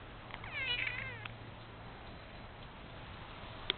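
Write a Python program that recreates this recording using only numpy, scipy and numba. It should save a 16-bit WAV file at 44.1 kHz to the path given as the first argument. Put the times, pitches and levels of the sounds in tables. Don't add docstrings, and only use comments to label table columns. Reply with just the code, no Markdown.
import sys
import numpy as np
from scipy import signal
from scipy.io import wavfile
from scipy.ndimage import uniform_filter1d
from numba import njit

SR = 44100
rng = np.random.default_rng(int(sys.argv[2]) if len(sys.argv) > 2 else 0)


def master(y):
    cut = np.clip(np.atleast_2d(y).T, -1, 1)
    pcm = np.round(cut * 32767)
    wavfile.write(sys.argv[1], SR, pcm.astype(np.int16))


def gain_from_db(level_db):
    decades = np.asarray(level_db, float) / 20
    return 10 ** decades


N = 166257

# f/Hz, level/dB [dB per Hz]
AIR_SPECTRUM = [(12, -27), (20, 0), (54, -5), (113, -4.5), (141, -8), (355, -15), (493, -18), (628, -11.5),
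                (3800, -26), (4940, -52.5), (8360, -120)]
# t/s, level/dB
HUM_LEVEL = [(0, -58.5), (1.2, -53), (2.0, -58.5), (2.6, -66), (3.2, -62), (3.77, -59.5)]
# centre t/s, half length/s
INSECT_BOUTS = [
    (1.722, 0.18),
    (2.284, 0.36),
]
# t/s, level/dB
RUSTLE_LEVEL = [(0, -78.5), (1.6, -72), (2.6, -67.5), (3.0, -61.5), (3.3, -57.5), (3.77, -54.5)]
# t/s, boost level/dB
STEPS = [
    (1.62, 18),
    (2.07, 15),
    (2.63, 14.5),
    (2.9, 3),
    (3.069, 4),
    (3.14, 5.5),
    (3.3, 5.5),
]
# f/Hz, level/dB, t60/s
BODY_MODES = [(383, -18.5, 0.062), (1520, -7.5, .008), (2150, -2, 0.009), (3290, -12, 0.014),
              (3360, 0, 0.0074), (3526, -1.5, 0.014)]
# t/s, peak level/dB, low ring f/Hz, high ring f/Hz
SMACKS = [
    (.3070, -29, 1160, 2040),
    (.3410, -21.5, 980, 2100),
    (.350, -35, 1710, 1900),
    (0.372, -42.5, 3340, 3770),
    (1.2533, -31, 1270, 2300),
    (1.2574, -19.5, 1391, 2623),
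    (1.2635, -36.5, 1000, 3200),
    (1.2975, -37.5, 2000, 2200),
]
# t/s, length/s, crackle peak level/dB, pulse rate f/Hz, clean tone dip level/dB
CATCHES = [
    (0.546, .006, -33.5, 560, -0.5),
    (0.672, .012, -28, 670, -0.5),
    (.775, 0.038, -24, 276, -1.5),
    (0.818, 0.01097, -19, 330, -7),
    (0.865, 0.015, -21.5, 560, -12),
    (0.898, 0.013, -28.5, 480, -6),
    (0.979, .013, -27, 450, -7),
    (1.016, .010, -29.5, 590, -6),
]
# t/s, length/s, pitch f/Hz, level/dB
SQUEAK = (.4365, .008, 1080, -38)
# t/s, pitch f/Hz, level/dB, mouth resonance f/Hz, chest tone level/dB
FALLING = [(0.458, 1069, -53, 2100, -46), (.463, 875, -53, 2150, -51.5), (.475, 774, -51, 2300, -53.5),
           (0.499, 678, -49, 2180, -57.5), (.53, 616, -46.5, 2340, -58.5), (.566, 579, -41.5, 2300, -63),
           (.6, 549, -38, 2215, -57.5), (.636, 522.3, -39.5, 2120, -61), (0.671, 516.3, -34.5, 2470, -62)]
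HELD = [(.684, 495.3, -36.5, 2570, -55), (.702, 480.4, -34.5, 2790, -55), (.738, 486.4, -34, 2750, -59.5),
        (0.765, 491.3, -42.5, 2495, -63.5), (.83, 520.8, -37, 2240, -57), (0.861, 514.4, -42, 2253, -66),
        (0.896, 491.8, -40, 2170, -58.5), (0.939, 494.5, -44, 2255, -59.5),
        (0.971, 516.5, -43.5, 2010, -66.5)]
FADING = [(0.995, 518, -43.5, 2103, -56), (1.019, 568.5, -48, 2050, -65), (1.035, 531.5, -46.5, 2000, -57),
          (1.083, 525.8, -47, 1974, -63.5), (1.117, 487, -48, 2050, -56.5),
          (1.155, 466, -51.5, 2020, -61.5), (1.215, 415, -53.5, 1760, -62), (1.235, 422.6, -49, 1870, -61)]


def level(x, db):
    return x * gain_from_db(db) / np.sqrt(np.mean(x ** 2))


@njit
def svf(x, hz, width):
    y, b, l = np.empty(len(x)), 0., 0.
    for i in range(len(x)):
        g, k = np.tan(np.pi * hz[i] / SR), width / hz[i]
        v = (b + g * (x[i] - l)) / (1 + g * (g + k))
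        b, l, y[i] = 2 * v - b, l + 2 * g * v, k * v
    return y


def band(x, hz, width):
    return svf(x, hz + np.zeros(N), 1. * width)


def walk(rate):
    k = int(SR / rate)
    held = np.repeat(rng.standard_normal(N // k + 1), k)
    slewed = uniform_filter1d(uniform_filter1d(held, k), k)[:N]
    return slewed / slewed.std()


def gate(t, start, length, rise, fall):
    attack = np.clip((t - start) / rise, 0, 1)
    release = np.clip((start + length - t) / fall + 1, 0, 1)
    return attack * release


def ring(t, start, hz, t60):
    contact_s = 0.00046
    u = np.maximum(t - start, 0)
    decay = np.exp(-np.log(1000) * u / t60)
    return np.sin(2 * np.pi * hz * u) * decay * (1 - np.exp(-u / contact_s))


def air():
    swell_db, flicker_db = 0.31, 1.66
    table_hz, table_db = np.array(AIR_SPECTRUM).T
    out, swell = 0, walk(0.57)
    for hz in 20 * 2 ** np.arange(0, 8, 1 / 3):
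        spectrum_db = np.interp(np.log(min(hz, 3800)), np.log(table_hz), table_db)
        db = spectrum_db + swell_db * swell + flicker_db * walk(12)
        out = out + gain_from_db(db) * band(rng.standard_normal(N), hz, hz / 4)
    return level(out, -50)


def hum(t):
    hz = 112.5 * (1 + 0.0053 * walk(5))
    tone = np.sqrt(2) * np.sin(2 * np.pi * np.cumsum(hz) / SR)
    return tone * gain_from_db(np.interp(t, *np.array(HUM_LEVEL).T) + 0.71 * walk(3.4))


def insect(t):
    centre_hz, width_hz = 4000, 110
    hiss = band(rng.standard_normal(N), centre_hz, width_hz)
    hiss = band(hiss, centre_hz, width_hz)
    bouts = sum(np.exp(-((t - s) / span) ** 2) for s, span in INSECT_BOUTS)
    return level(hiss, -71) * gain_from_db(5.6 * walk(18)) * bouts


def rustle(t):
    grains_per_s, spread_db, step_s = 2500, 1.5, .012
    struck = rng.random(N) < grains_per_s / SR
    grains = struck * rng.standard_normal(N) * gain_from_db(spread_db * rng.exponential(size=N))
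    steps_db = sum(db * np.exp(-((t - s) / step_s) ** 2) for s, db in STEPS)
    cloth = level(band(rng.standard_normal(N), 1000, 620), 0)
    grass = level(band(grains, 3500, 1400), 0) * gain_from_db(1.2 * walk(15) + steps_db)
    return (grass + cloth) * gain_from_db(np.interp(t, *np.array(RUSTLE_LEVEL).T))


def tap(t):
    start_s, bounce_s = 3.7000, .0007
    out = 0
    for hz, db, t60 in BODY_MODES:
        bounce = 0.13 * ring(t, start_s + bounce_s, hz, t60)
        out = out + gain_from_db(db) * (ring(t, start_s, hz, t60) + bounce)
    return gain_from_db(-12) * 0.86 * out


def smacks(t):
    mouth_t60_s, edge_hz, edge_t60_s, edge_db = 0.006, 3100, 0.0047, -2.5
    out = 0
    for start, db, low, high in SMACKS:
        mouth = 0.87 * ring(t, start, low, mouth_t60_s) + 1.09 * ring(t, start, high, mouth_t60_s)
        edge = gain_from_db(edge_db) * ring(t, start, edge_hz, edge_t60_s)
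        out = out + gain_from_db(db) * (mouth + edge)
    return out


def folds(hz):
    phase = 2 * np.pi * np.cumsum(hz) / SR
    return [np.cos(k * phase) * np.clip((5000 - k * hz) / 400, 0, 1) for k in range(1, 13)]


def crackle(mouth_hz):
    width_hz, scatter, scatter_db = 560, .35, 3
    kicks = np.zeros(N)
    for start, length, db, rate, _ in CATCHES:
        timing, loudness = rng.standard_normal((2, 16)) * (250 / rate) ** 2
        at = np.cumsum(np.clip(1 + scatter * timing, .5, 2)) / rate - .5 / rate
        inside = at < length
        swell = np.sin(np.pi * at[inside] / length) ** 0.87
        pulse_db = db + scatter_db * np.tanh(loudness[inside])
        kicks[((start + at[inside]) * SR).astype(int)] = swell * gain_from_db(pulse_db)
    throat_hz = np.minimum(mouth_hz, 2560) * 1.006
    rung = band(band(kicks, throat_hz, width_hz * 2), throat_hz, width_hz)
    rung = rung + .08 * band(kicks, 3400, 700)
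    return rung * SR / (4 * width_hz)


def squeak(t):
    start, length, pitch_hz, db = SQUEAK
    chirp = band(sum(folds(pitch_hz + 0 * t)), 1600, 600)
    return level(chirp, db) * gate(t, start, length - .003, 0.0056, .003)


def mouth_filter(source, mouth_hz):
    width_hz = 624
    main = band(band(source, mouth_hz, width_hz * 2), mouth_hz, width_hz)
    opening_hz = mouth_hz - 2200
    upper_db = -19.5 + 7.5 * opening_hz / 1000
    upper = gain_from_db(upper_db) * band(source, 3330 + .55 * opening_hz, 350)
    return main + upper + gain_from_db(-9.5) * band(source, 1900, 430)


def meow(t):
    jitter, shimmer_db, breath_db, octave_db = .004, 1.5, -20.5, 0.5
    s, hz, db, mouth_table_hz, chest_db = np.array(FALLING + HELD + FADING).T
    mouth_hz = np.interp(t, s, mouth_table_hz)
    tones = folds(np.interp(t, s, hz) * (1 + jitter * walk(70)))

    breath = gain_from_db(breath_db) * 6 * rng.standard_normal(N) * (1 + tones[0])
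    main = mouth_filter(sum(tones[1:]) + breath, mouth_hz)
    voice = main / np.sqrt(uniform_filter1d(main ** 2, 900)) * gain_from_db(np.interp(t, s, db))
    chest = np.sqrt(2) * (tones[0] + gain_from_db(octave_db) * tones[1])
    voice = voice + chest * gain_from_db(np.interp(t, s, chest_db))

    dip_db = sum(dip * gate(t, start - .004, length + .004, 0.0049, 0.0026)
                 for start, length, _, _, dip in CATCHES)
    voice = voice * gain_from_db(dip_db + shimmer_db * walk(59.74))
    voice = voice * gate(t, s[0], s[-1] - s[0], .0015, 0.0092)
    return voice + squeak(t) + crackle(mouth_hz)


def scene():
    t = np.arange(N) / SR
    background = air() + hum(t) + insect(t) + rustle(t)
    return (background + tap(t) + smacks(t) + meow(t))[None]


def roll_off(x):
    return signal.sosfilt(signal.butter(12, 4720, fs=SR, output="sos"), x)


def record(dry):
    sampling_hz, input_hz, output_hz = 8000, 4110, 4094
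    grain = gain_from_db(-22.5) * 3 * uniform_filter1d(np.abs(dry), 40) * rng.standard_normal(N)
    input_filter = signal.butter(6, input_hz, fs=SR, output="sos")
    taken = signal.sosfiltfilt(input_filter, dry + grain)
    mirrored = taken * (1 + 2 * np.cos(2 * np.pi * sampling_hz * np.arange(N) / SR))
    output_filter = signal.butter(20, output_hz, fs=SR, output="sos")
    mix = signal.sosfiltfilt(output_filter, mirrored)
    return roll_off(mix)


dry = scene()
out = record(dry)
master(out)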